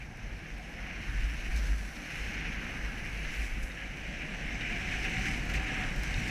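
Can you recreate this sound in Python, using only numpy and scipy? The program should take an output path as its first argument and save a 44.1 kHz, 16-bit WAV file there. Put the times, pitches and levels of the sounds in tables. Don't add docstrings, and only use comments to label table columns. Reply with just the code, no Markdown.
import sys
import numpy as np
from scipy import signal
from scipy.fft import rfft, irfft, next_fast_len
from scipy.io import wavfile
from scipy.ndimage import uniform_filter1d, map_coordinates

SR = 44100
rng = np.random.default_rng(int(sys.argv[2]) if len(sys.argv) > 2 else 0)


def master_out(mix):
    frames = np.transpose(np.atleast_2d(mix))
    ceiling = np.clip(frames, -1, 1)
    pcm = np.round(ceiling * 32767).astype(np.int16)
    wavfile.write(sys.argv[1], SR, pcm)


N = 277830


def amp(db):
    return 10 ** (np.asarray(db) / 20)


def unit(x):
    return x / np.sqrt(np.mean(x ** 2) + 1e-20)


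def noise():
    return rng.standard_normal(N)


def curves(rows):
    s, *columns = np.transpose(rows)
    return [np.interp(np.arange(N) / SR, s, column) for column in columns]


def wobble(rate):
    knots = rng.standard_normal(int(N * rate / SR) + 4)
    return map_coordinates(knots, [np.arange(N) * rate / SR])


def swells(times, sizes, rise_s, tail):
    since = np.arange(N) / SR - np.array(times)[:, None]
    shapes = np.where(since < 0, np.exp(-(since / rise_s) ** 2), tail(np.abs(since)))
    return np.array(sizes) @ shapes


def filtered(x, response):
    m = next_fast_len(N + SR // 2)
    return irfft(rfft(x, m) * response(np.fft.rfftfreq(m, 1 / SR)), m)[..., :N]


def coloured(x, points):
    f, db = np.transpose(points)
    return unit(filtered(x, lambda hz: amp(np.interp(np.log(hz + 1), np.log(f), db, -120, -120))))


def patchy(patchy_db):
    spectrum = signal.stft(noise(), nperseg=512)[2]
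    field = uniform_filter1d(rng.standard_normal(spectrum.shape), 6, 0)
    field = uniform_filter1d(field, 10, 1)
    return signal.istft(spectrum * amp(patchy_db * unit(field)), nperseg=512)[1][:N]


# time in seconds, strength in dB, low rumble in dB; both waver around these.
HEADWIND = [(0, -52.5, -48), (.2, -53, -51.5), (.45, -51, -51.5), (.9, -49, -55.5), (1.15, -50, -48),
            (1.6, -48.5, -47.5), (1.9, -49.5, -52.5), (2.35, -46.5, -46.5), (2.7, -46, -49),
            (3.25, -48, -50.5), (3.8, -49.5, -53.5), (4.3, -45.5, -51), (4.5, -46.5, -46),
            (4.75, -44, -45.5), (5.3, -42.5, -42.5), (5.55, -42.5, -43.5), (5.93, -43.5, -43.5),
            (6.18, -42.5, -39), (6.3, -42, -42)]
# frequency in Hz, relative level in dB per Hz.
RUMBLE_SPECTRUM = [(45, -33), (72, -3), (130, -5), (160, -10.5), (200, -27)]
ROAR_SPECTRUM = [(110, -35), (145, -2), (175, -2.5), (300, -8), (420, -16), (600, -66)]
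PORT_SPECTRUM = [(330, -69), (450, -1), (650, -3.5), (745, 0.5), (850, -4.5), (1050, -11.5), (1300, -16)]
PORT_DB, PORT_FOLLOWS = -54, 0.81


def wind():
    wind_db, rumble_db = curves(HEADWIND)
    rumble = amp(rumble_db + 2.7 * wobble(6)) * coloured(noise(), RUMBLE_SPECTRUM)
    roar = amp(wind_db + 0.55 * wobble(20)) * coloured(patchy(patchy_db=0.8), ROAR_SPECTRUM)
    port_db = PORT_DB + PORT_FOLLOWS * (wind_db - wind_db.mean()) + 0.71 * wobble(3.99)
    port = amp(port_db) * coloured(patchy(patchy_db=0.94), PORT_SPECTRUM)
    return rumble + roar + port


# time in seconds, kick in dB before smoothing.
BUMP_KICKS = [(0.02, -41), (0.278, -37.5), (0.54, -38.5), (0.84, -42), (0.97, -41.5), (1.11, -38),
              (1.16, -37.5), (1.27, -31), (1.38, -56), (1.46, -41), (1.57, -28.5), (1.64, -36), (1.72, -31),
              (1.79, -39), (2.23, -37.5), (2.38, -41.5), (2.63, -45), (2.85, -35.5), (3.13, -41.5),
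              (3.22, -40), (3.41, -33), (3.5, -42.5), (3.6, -31.5), (3.84, -40.5), (4.0, -46),
              (4.47, -37.5), (4.83, -43.5), (4.98, -36.5), (5.22, -37), (5.36, -38), (5.46, -44),
              (5.57, -33.5), (5.79, -33.5), (5.98, -35.5), (6.12, -37.5), (6.27, -44)]
# time of the peak in seconds, level in dB.
BUFFET_SWELLS = [(0.27, -42), (1.09, -37), (1.23, -28), (1.4, -38), (1.52, -35), (2.41, -46.5), (3.29, -35),
                 (3.51, -32.5), (3.62, -32), (4.52, -31.5), (4.71, -31.5), (5.25, -43.5), (5.49, -41),
                 (5.87, -33), (5.96, -39), (6.15, -42)]
# frequency in Hz, relative level in dB per Hz.
MOUNT_SPECTRUM = [(36, -23), (44, -0.5), (51, -4), (58, -2), (66, -16.5)]
BUFFET_SPECTRUM = [(10, -31), (18, -8), (30, -1.5), (40, -1), (50, -20)]
KICK_S, RING_DB_PER_S = 0.037, 131
SWELL_S = 0.04
JOSTLE_DB, BUFFET_DB = -2, 0.5


def ride():
    wind_db, _ = curves(HEADWIND)
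    s, db = np.transpose(BUMP_KICKS)
    kicks = swells(s, amp(db), KICK_S, lambda u: amp(-RING_DB_PER_S * u))
    shaking = np.hypot(amp(wind_db + JOSTLE_DB + 3.2 * wobble(13)), kicks)
    shaking = uniform_filter1d(shaking, size=SR // 40)

    s, db = np.transpose(BUFFET_SWELLS)
    lumps = swells(s, amp(db), SWELL_S, lambda u: np.exp(-(u / SWELL_S) ** 2))
    buffeting = np.hypot(amp(wind_db + BUFFET_DB), lumps)

    swing = unit(np.sin(2 * np.pi * np.cumsum(50 + 3.52 * wobble(12)) / SR))
    shake = unit(swing + 0.5 * coloured(noise(), MOUNT_SPECTRUM))
    return shaking * shake + buffeting * coloured(noise(), BUFFET_SPECTRUM)


# time in seconds, frequency in Hz around which it wanders.
WHISTLE_PITCH = [(3.6, 543), (3.85, 542), (4.4, 650), (4.66, 709), (4.8, 695), (4.86, 735), (4.94, 721),
                 (5.06, 770), (5.13, 752), (5.22, 735), (5.29, 770), (5.39, 715), (5.6, 755), (5.67, 730),
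                 (5.76, 762), (5.84, 745), (6.3, 756)]
# start in seconds, length in seconds, level at the start in dB,
# level at the end in dB; the level flutters around these.
WHISTLE_SPELLS = [(3.6, 1, -61, -63), (4.602, 0.18, -59, -54), (4.84, .17, -54.5, -55),
                  (5.036, 0.16, -52, -48), (5.264, 0.116, -53, -50), (5.581, 0.096, -51, -53),
                  (5.703, 0.146, -49, -50), (6.14, .2, -58, -54)]
SPELL_FADE_S = .02


def whistle():
    hz, = curves(WHISTLE_PITCH)
    t = np.arange(N) / SR
    level = np.zeros(N)
    for start, length, db, end_db in WHISTLE_SPELLS:
        end = start + length
        fade = np.clip(np.minimum(t - start, end - t) / SPELL_FADE_S + 1, 0, 1)
        level += amp(np.interp(t, [start, end], [db, end_db])) * fade
    turn = 2 * np.pi * np.cumsum(hz + 8 * wobble(35)) / SR
    breathy = 0.33 * (wobble(70) * np.cos(turn) + wobble(70) * np.sin(turn))
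    return level * amp(1.3 * wobble(14)) * unit(np.sin(turn) + breathy)


# time in seconds, strength in dB before a common trim.
GEAR_TICKS = [(1.0969, -38), (1.9659, -36), (3.7174, -34), (4.611, -32.5), (4.8274, -34), (4.9232, -37),
              (5.1685, -33), (5.2579, -39), (5.682, -31), (5.7184, -30.5), (5.8357, -29), (6.1416, -24.5)]
# frequency in Hz, relative level in dB before scatter, time to fall 60 dB in seconds.
BUCKLE_MODES = [(3760, -8, 0.014), (4300, -6.5, 0.0085), (5250, -8, 0.0086)]


def ticks():
    out, t = np.zeros(N + SR), np.arange(SR // 20) / SR
    attack = 1 - np.exp(-t / 0.00079)
    scatters_db = rng.normal(0, 1.5, (len(GEAR_TICKS), len(BUCKLE_MODES)))
    for (s, db), scatter_db in zip(GEAR_TICKS, scatters_db):
        ring = np.zeros(len(t))
        for (hz, level_db, t60), offset_db in zip(BUCKLE_MODES, scatter_db):
            ring += amp(level_db + offset_db - 60 * t / t60) * np.sin(2 * np.pi * hz * t)
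        out[round(s * SR):][:len(t)] += amp(db + 2.0) * ring * attack
    return out[:N]


# time in seconds, strength of the bright part in dB,
# strength of the dull part in dB, both before a trim and a filter.
ICE_CRACKS = [(0.1725, -54, -42), (1.5609, -48, -37), (1.5744, -50, -37), (3.6306, -51, -46),
              (3.6396, -47, -46), (3.9679, -50, -45), (5.009, -52, -40), (5.031, -50, -36),
              (5.0494, -51, -34), (5.0974, -52, -43), (5.455, -45, -36), (5.497, -48, -31),
              (5.512, -48, -37), (5.5385, -50, -29), (5.5514, -46, -40), (5.5598, -45, -42),
              (5.962, -48, -30), (5.98, -41, -43), (5.997, -41, -37), (6.0345, -34, -26),
              (6.0422, -46, -38)]


def cracks():
    bright, dull, t = np.zeros(N + SR), np.zeros(N + SR), np.arange(SR // 20) / SR
    puffs = rng.standard_normal((len(ICE_CRACKS), len(t)))
    for (s, bright_db, dull_db), puff in zip(ICE_CRACKS, puffs):
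        crumble = puff + 3.2 * (t == 0)
        start = round(s * SR)
        bright[start:][:len(t)] += amp(bright_db - 7 - 60 * t / .006) * crumble
        dull[start:][:len(t)] += amp(dull_db - 5.5 - 60 * t / 0.021) * crumble

    def high(f):
        return (1j * f / 5000 / (1 + 1j * f / 5000)) ** 2 / (1 + 1j * f / 14000)

    def resonance(f, centre, width):
        return 1j * f * width / (centre ** 2 - f * f + 1j * f * width)

    def middle(f):
        return resonance(f, 2400, 1500) + .4 * resonance(f, 5000, 2500)

    return filtered(bright[:N], high) + filtered(dull[:N], middle)


def grains(rate, spread_db):
    hit = rng.random(N) < rate / SR
    return unit(hit * rng.standard_normal(N) * amp(spread_db * rng.standard_normal(N)))


# time in seconds, glide hiss in dB, fine fizz in dB,
# before ripples and spurts.
SNOW_LEVELS = [(0.0, -47.5, -73), (0.1, -55.5, -75), (0.32, -49.5, -74), (0.55, -50.5, -72.5),
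               (0.76, -47.5, -72.5), (0.86, -45.5, -73), (1.25, -44.5, -67), (1.5, -44.5, -65.5),
               (1.7, -46.5, -62.5), (1.91, -51.5, -65.5), (2.05, -45, -66.5), (2.25, -41.5, -63.5),
               (2.42, -41, -70), (2.65, -42, -68), (2.8, -44.5, -69), (3.19, -43.5, -66.5),
               (3.28, -43, -67), (3.34, -40.5, -62), (3.44, -43, -61), (3.56, -44, -69),
               (3.66, -48.5, -65.5), (3.8, -43.5, -71.5), (3.95, -46.5, -71.5), (4.25, -43, -71.5),
               (4.56, -42, -71.5), (4.66, -38.5, -70), (4.97, -38, -66), (5.08, -37.5, -65.5),
               (5.33, -37.5, -63), (5.42, -41.5, -67), (5.53, -42, -67.5), (5.6, -39, -68),
               (5.84, -37.5, -65.5), (5.98, -44, -67), (6.12, -40, -65), (6.3, -38.5, -63)]
# time in seconds, scrape in dB, spray in dB, before ripples and spurts.
EDGE_LEVELS = [(0, -60.5, -63.5), (.45, -55.5, -61), (.7, -59.5, -62.5), (.85, -50.5, -59.5),
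               (1.45, -52.5, -56), (1.65, -50, -52.5), (1.88, -53, -57.5), (2.3, -50.5, -53),
               (2.6, -48, -57), (3.15, -51.5, -57.5), (3.35, -51, -53), (3.6, -53, -60), (4.0, -55.5, -59),
               (4.55, -52.5, -56.5), (4.7, -52.5, -55), (5.27, -49, -49.5), (5.43, -49.5, -54),
               (5.81, -44, -53.5), (5.98, -48, -53), (6.3, -50.5, -51)]
# time in seconds, rise of the spray, sheen and fizz in dB,
# rise of the glide in dB; overlapping spurts add up.
SNOW_SPURTS = [(1.562, 7, 1), (1.655, 2, 0.5), (1.95, 2.5, 3), (3.63, 6, 0), (3.78, 1.5, 3), (4.08, 0, 1.5),
               (4.61, 2, 3.5), (4.915, 3, 2.5), (5.05, 0, 3.5), (5.257, 3.5, 3.5), (5.495, 2, 7),
               (5.54, 5, 7.5), (5.553, 5, 0.5), (6.033, 1.5, 1.5)]
# frequency in Hz, relative level in dB per Hz.
SCRAPE_SPECTRUM = [(900, -12.5), (1150, -11), (1400, -6), (1600, -0.5), (1900, -6.5), (2300, -11.5)]
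GLIDE_SPECTRUM = [(1000, -31), (1700, -2), (1870, -3), (2220, 1), (2450, -1), (2930, -5.5), (3390, -18.5),
                  (3800, -20.5), (4940, -32), (8360, -120)]
SPRAY_SPECTRUM = [(2600, -11), (3400, -2), (4300, 1), (4700, -2.5), (5200, 2), (5900, 4), (6400, 1.5),
                  (6800, -8), (7600, -34)]
SHEEN_SPECTRUM = [(6000, -30), (6800, -0.5), (7600, 0.5), (8500, -2.5), (8900, -10), (10000, -40)]
FIZZ_SPECTRUM = [(5240, -34), (8600, -8), (9100, -3.5), (10100, -1), (11600, -4.5), (12200, -6),
                 (14700, -12.5), (15300, -11)]
SPURT_RISE_S, SPURT_S = 0.0035, 0.024
SHEEN_DB, SHEEN_RISES_S, SHEEN_RISE_DB = -1, (3.4, 4.6), 5.5


def snow():
    glide_db, fizz_db = curves(SNOW_LEVELS)
    scrape_db, spray_db = curves(EDGE_LEVELS)
    sheen_db = fizz_db + SHEEN_DB + np.interp(np.arange(N) / SR, SHEEN_RISES_S, [0, SHEEN_RISE_DB])

    def spurts(rises_db):
        return swells(s, rises_db, SPURT_RISE_S, lambda u: np.exp(-(u / SPURT_S) ** 2))

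    s, high_up_db, glide_up_db = np.transpose(SNOW_SPURTS)
    ripples = 0.18 * wobble(35) + 0.94 * wobble(70)
    glide_db = glide_db + spurts(glide_up_db) + 0.63 * ripples + 0.35 * wobble(28)
    high_db = spurts(high_up_db) + 0.62 * ripples + 0.27 * wobble(8)

    crystals = grains(rate=1500, spread_db=2.5)
    powder = grains(rate=610, spread_db=3.5)
    spray_powder = grains(rate=610, spread_db=3.5)
    scrape = coloured(patchy(patchy_db=1.0) + .4 * crystals, SCRAPE_SPECTRUM)
    glide = coloured(patchy(patchy_db=1.0) + 0.48 * crystals, GLIDE_SPECTRUM)
    spray = coloured(patchy(patchy_db=1.6) + 0.26 * crystals + 0.48 * spray_powder, SPRAY_SPECTRUM)
    sheen = coloured(patchy(patchy_db=1.0) + 0.24 * crystals + 0.39 * powder, SHEEN_SPECTRUM)
    fizz = coloured(patchy(patchy_db=1.5) + .2 * crystals + 0.33 * powder, FIZZ_SPECTRUM)

    low = amp(scrape_db + 0.31 * ripples) * scrape + amp(glide_db) * glide
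    high = amp(spray_db) * spray + amp(sheen_db) * sheen + amp(fizz_db) * fizz
    return low + amp(high_db) * high


def scene():
    return (wind() + ride() + whistle() + ticks() + cracks() + snow())[None]


TOP_HZ = 15260


def record(dry):
    return filtered(dry, lambda hz: hz < TOP_HZ)


dry = scene()
out = record(dry)
master_out(out)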